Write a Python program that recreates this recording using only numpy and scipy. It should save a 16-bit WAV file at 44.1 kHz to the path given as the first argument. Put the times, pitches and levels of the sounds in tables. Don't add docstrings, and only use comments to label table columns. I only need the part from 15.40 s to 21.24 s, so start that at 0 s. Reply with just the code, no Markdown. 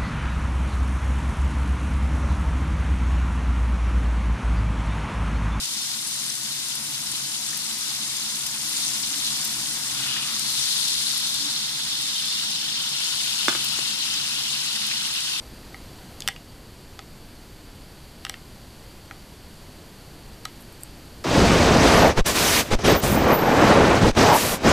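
import sys
import numpy as np
from scipy import signal
from scipy.fft import rfft, irfft
from scipy.io import wavfile
from scipy.ndimage import uniform_filter1d

SR = 44100
rng = np.random.default_rng(int(sys.argv[2]) if len(sys.argv) > 2 else 0)


def put_to_file(sound):
    columns = np.atleast_2d(sound).T
    safe = np.clip(columns, -1, 1)
    whole_steps = np.round(safe * 32767)
    wavfile.write(sys.argv[1], SR, whole_steps.astype(np.int16))


N = 257544
T = np.arange(int(.25 * SR)) / SR
NOISE_TOP_HZ = 13950


def keys(chatter_db=-6, chatter_s=0.00069, crack_db=-10, crack_s=0.0029):
    # pitch_hz, level_db, ring_s
    key_tones = [(2000, -10.5, 0.016), (2960, -1, 0.013), (3355, -1.5, 0.016), (3950, 0, 0.011),
                 (5360, 0.5, 0.0042), (7700, -4.5, 0.012), (8540, -0.5, 0.0051), (9200, -27, 0.0022),
                 (9650, -11, 0.0036), (11500, -7, 0.0043), (13700, -4, .005)]
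    # pitch_hz, level_db, ring_s
    board_tones = [(783, 3.5, 0.054), (1277, 0.5, 0.049), (1370, 1, 0.013), (1570, -8, .03),
                   (1630, -9, 0.027), (1780, -15, 0.024), (1940, -1, 0.033), (2094, -2, 0.015),
                   (2306, -9, 0.048), (2860, -8, 0.02), (3300, -23, .05)]
    out = np.zeros(N)
    for start_s, level_db, favoured_hz, pitch_factor, board_db, brightness in contacts():
        chatter, crack = rng.standard_normal((2, len(T)))
        push = undb(chatter_db) * unit(chatter * T * np.exp(-T / chatter_s))
        push[0] += 1
        crack = unit(cut(crack * np.exp(-T / crack_s), 1500, "high"))
        body = ring(key_tones, pitch_factor) + undb(board_db) * ring(board_tones)
        body += undb(crack_db) * crack
        click = signal.fftconvolve(push, body)[:len(T)]
        click = favour(click, favoured_hz, boost_db=7)
        click = favour(click, hz=5500, boost_db=5)
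        top_hz = brightness * 1.55 * favoured_hz * 2 ** ((level_db + 32) / 10)
        click = cut(click, top_hz, "low")
        lowest_hz = np.interp(board_db, [-14.5, -6.5], [3700, 520])
        add(out, start_s, cut(click, lowest_hz, "high"), level_db)
    return board_travel(out)


def contacts(snap_hz=8300, snap_board_db=-11.5, landing_lag_s=.0015, landing_brightness=0.7):
    # start_s, level_db, favoured_hz, pitch_factor, board_db
    taps = [ (0.3441, -35, 2130, 1.06, -1), (0.8048, -32.5, 8000, 1.23, -11),
            (0.8211, -32, 3380, 0.88, -14), (0.8764, -17.5, 3200, 0.89, -1.5),
            (0.9625, -36.5, 2800, 0.85, -8), (1.5914, -31.5, 3980, 0.85, 4), (2.8502, -25, 2960, 0.93, -3),
            (2.8663, -32, 1880, 0.92, -5), (2.941, -32.5, 1860, 0.92, -9), (3.7106, -32, 1450, 0.74, -2), ]
    # start_s, snap_db, landing_db, favoured_hz, pitch_factor, board_db
    presses = [ (0.8847, -24, -19, 1720, 1.04, 2), (2.8952, -28, -26, 4130, 1.03, 2.5),
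               (5.0526, -32.5, -26, 4060, 1.01, 3.5), ]
    for start_s, level_db, favoured_hz, pitch_factor, board_db in taps:
        yield start_s, level_db, favoured_hz, pitch_factor, board_db, 1
    for start_s, snap_db, landing_db, favoured_hz, pitch_factor, board_db in presses:
        yield start_s, snap_db, snap_hz, pitch_factor, snap_board_db, 1
        yield start_s + landing_lag_s, landing_db, favoured_hz, pitch_factor, board_db, landing_brightness


def board_travel(x, lag_s=0.000683):
    hz = np.fft.rfftfreq(len(x), 1 / SR)
    phase_lag = 4 * np.pi * lag_s * np.sqrt(1000 * hz)
    return irfft(rfft(x) * np.exp(-1j * phase_lag), len(x))


def finger_scrapes(lead_s=0.034, rasp_db=-7):
    # peak_s, level_db, width_s, lowest_hz
    catches = [(5.21, -47, .008, 14000), (5.223, -48, 0.0013, 13000), (5.3255, -48.5, 0.0013, 11000),
               (5.41, -49, .002, 7000), (5.425, -47.5, 0.0071, 6000), (5.4343, -31.5, 0.0005, 5000)]
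    # pitch_hz, level_db, ring_s
    edge_tones = [(8400, 2, 0.0046), (10400, -4, 0.0012), (12900, -12, .0015)]
    out = np.zeros(N)
    for peak_s, level_db, width_s, lowest_hz in catches:
        swell = np.exp(-.5 * ((T - lead_s) / width_s) ** 2)
        slips = rng.standard_normal(len(T)) * swell
        scrape = signal.fftconvolve(slips, ring(edge_tones))[:len(T)] + undb(rasp_db) * slips
        scrape = steep_cut(cut(scrape, lowest_hz, "high"), NOISE_TOP_HZ)
        add(out, peak_s - lead_s, scrape, level_db)
    return out


def room_echo(x, level_db=-17.5, ring_s=0.18, build_s=0.0065):
    # pitch_hz, level_db
    echo_colour = [(200, -6), (760, -8), (1030, -8), (1400, -11), (2200, 1.5), (3200, -1.5), (5500, -7.5),
                   (9000, -6.5), (13800, -9), (14500, -30)]
    tail = colour(rng.standard_normal(len(T)), echo_colour)
    tail *= np.exp(-np.log(1000) * T / ring_s)
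    tail *= 1 - np.exp(-(T / build_s) ** 2)
    return undb(level_db) * signal.fftconvolve(x, unit(tail))[:N]


def background(rumble_db=-43, hiss_db=-48.5):
    # pitch_hz, level_db
    rumble_colour = [(8, -6), (15, 0.5), (32, -1), (50, -2), (70, -2.5), (125, -5), (200, -8), (310, -10),
                     (420, -14), (750, -18.5), (1000, -22), (1500, -49)]
    hiss_colour = [(600, -8), (1000, 0.5), (1500, .5), (2300, -2), (3100, -1), (3800, -3), (4300, 0.5),
                   (4650, 3.5), (5100, -5.5), (6200, -7), (7200, -6.5), (9000, -8), (11500, -8.5),
                   (14000, -9)]
    rumble = undb(rumble_db) * unit(colour(rng.standard_normal(N), rumble_colour))
    hiss = undb(hiss_db) * unit(colour(rng.standard_normal(N), hiss_colour))
    return steep_cut(np.sqrt(N) * (rumble + hiss), NOISE_TOP_HZ)


def ring(tones, pitch_factor=1):
    pitch_hz, level_db, ring_s = np.transpose(tones)[:, :, None]
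    strength = undb(level_db) / np.sqrt(ring_s)
    waves = np.cos(2 * np.pi * pitch_hz * pitch_factor * T)
    fade = np.exp(-np.log(1000) * T / ring_s)
    return unit(np.sum(strength * waves * fade, axis=0))


def favour(x, hz, boost_db):
    band = signal.lfilter(*signal.iirpeak(hz, Q=6, fs=SR), x)
    return x + (undb(boost_db) - 1) * band


def colour(x, points):
    pitch_hz, level_db = np.transpose(points)
    hz = np.maximum(np.fft.rfftfreq(len(x), 1 / SR), 1)
    gain = undb(np.interp(np.log(hz), np.log(pitch_hz), level_db))
    return irfft(rfft(x) * gain, len(x))


def cut(x, hz, keep, order=2):
    return signal.sosfilt(signal.butter(order, min(hz, SR / 2 - 1000), keep, fs=SR, output="sos"), x)


def steep_cut(x, hz):
    return signal.sosfilt(signal.ellip(16, .1, 80, hz, fs=SR, output="sos"), x)


def add(track, start_s, sound, level_db):
    part = track[int(start_s * SR):][:len(sound)]
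    part += (unit(sound) * undb(level_db) * np.sqrt(.005 * SR))[:len(part)]


def undb(db):
    return 10 ** (np.asarray(db) / 20)


def unit(x):
    return x / np.sqrt(np.sum(x ** 2))


def scene():
    direct = keys() + finger_scrapes()
    mono = direct + room_echo(direct) + background()
    return np.array([mono, mono])


def record(dry, threshold_db=-20, recovery_db_per_s=0.33, smoothing_hz=40, top_hz=14900):
    power = uniform_filter1d(dry[0] ** 2, size=220)
    over_db = np.maximum(10 * np.log10(np.abs(power) + 1e-12) - threshold_db, 0)
    recovered_db = recovery_db_per_s * np.arange(N) / SR
    dip_db = np.maximum.accumulate(over_db + recovered_db) - recovered_db
    gain = undb(-cut(dip_db, smoothing_hz, "low", order=1))
    return cut(dry * gain, top_hz, "low", order=24)


dry = scene()
out = record(dry)
put_to_file(out)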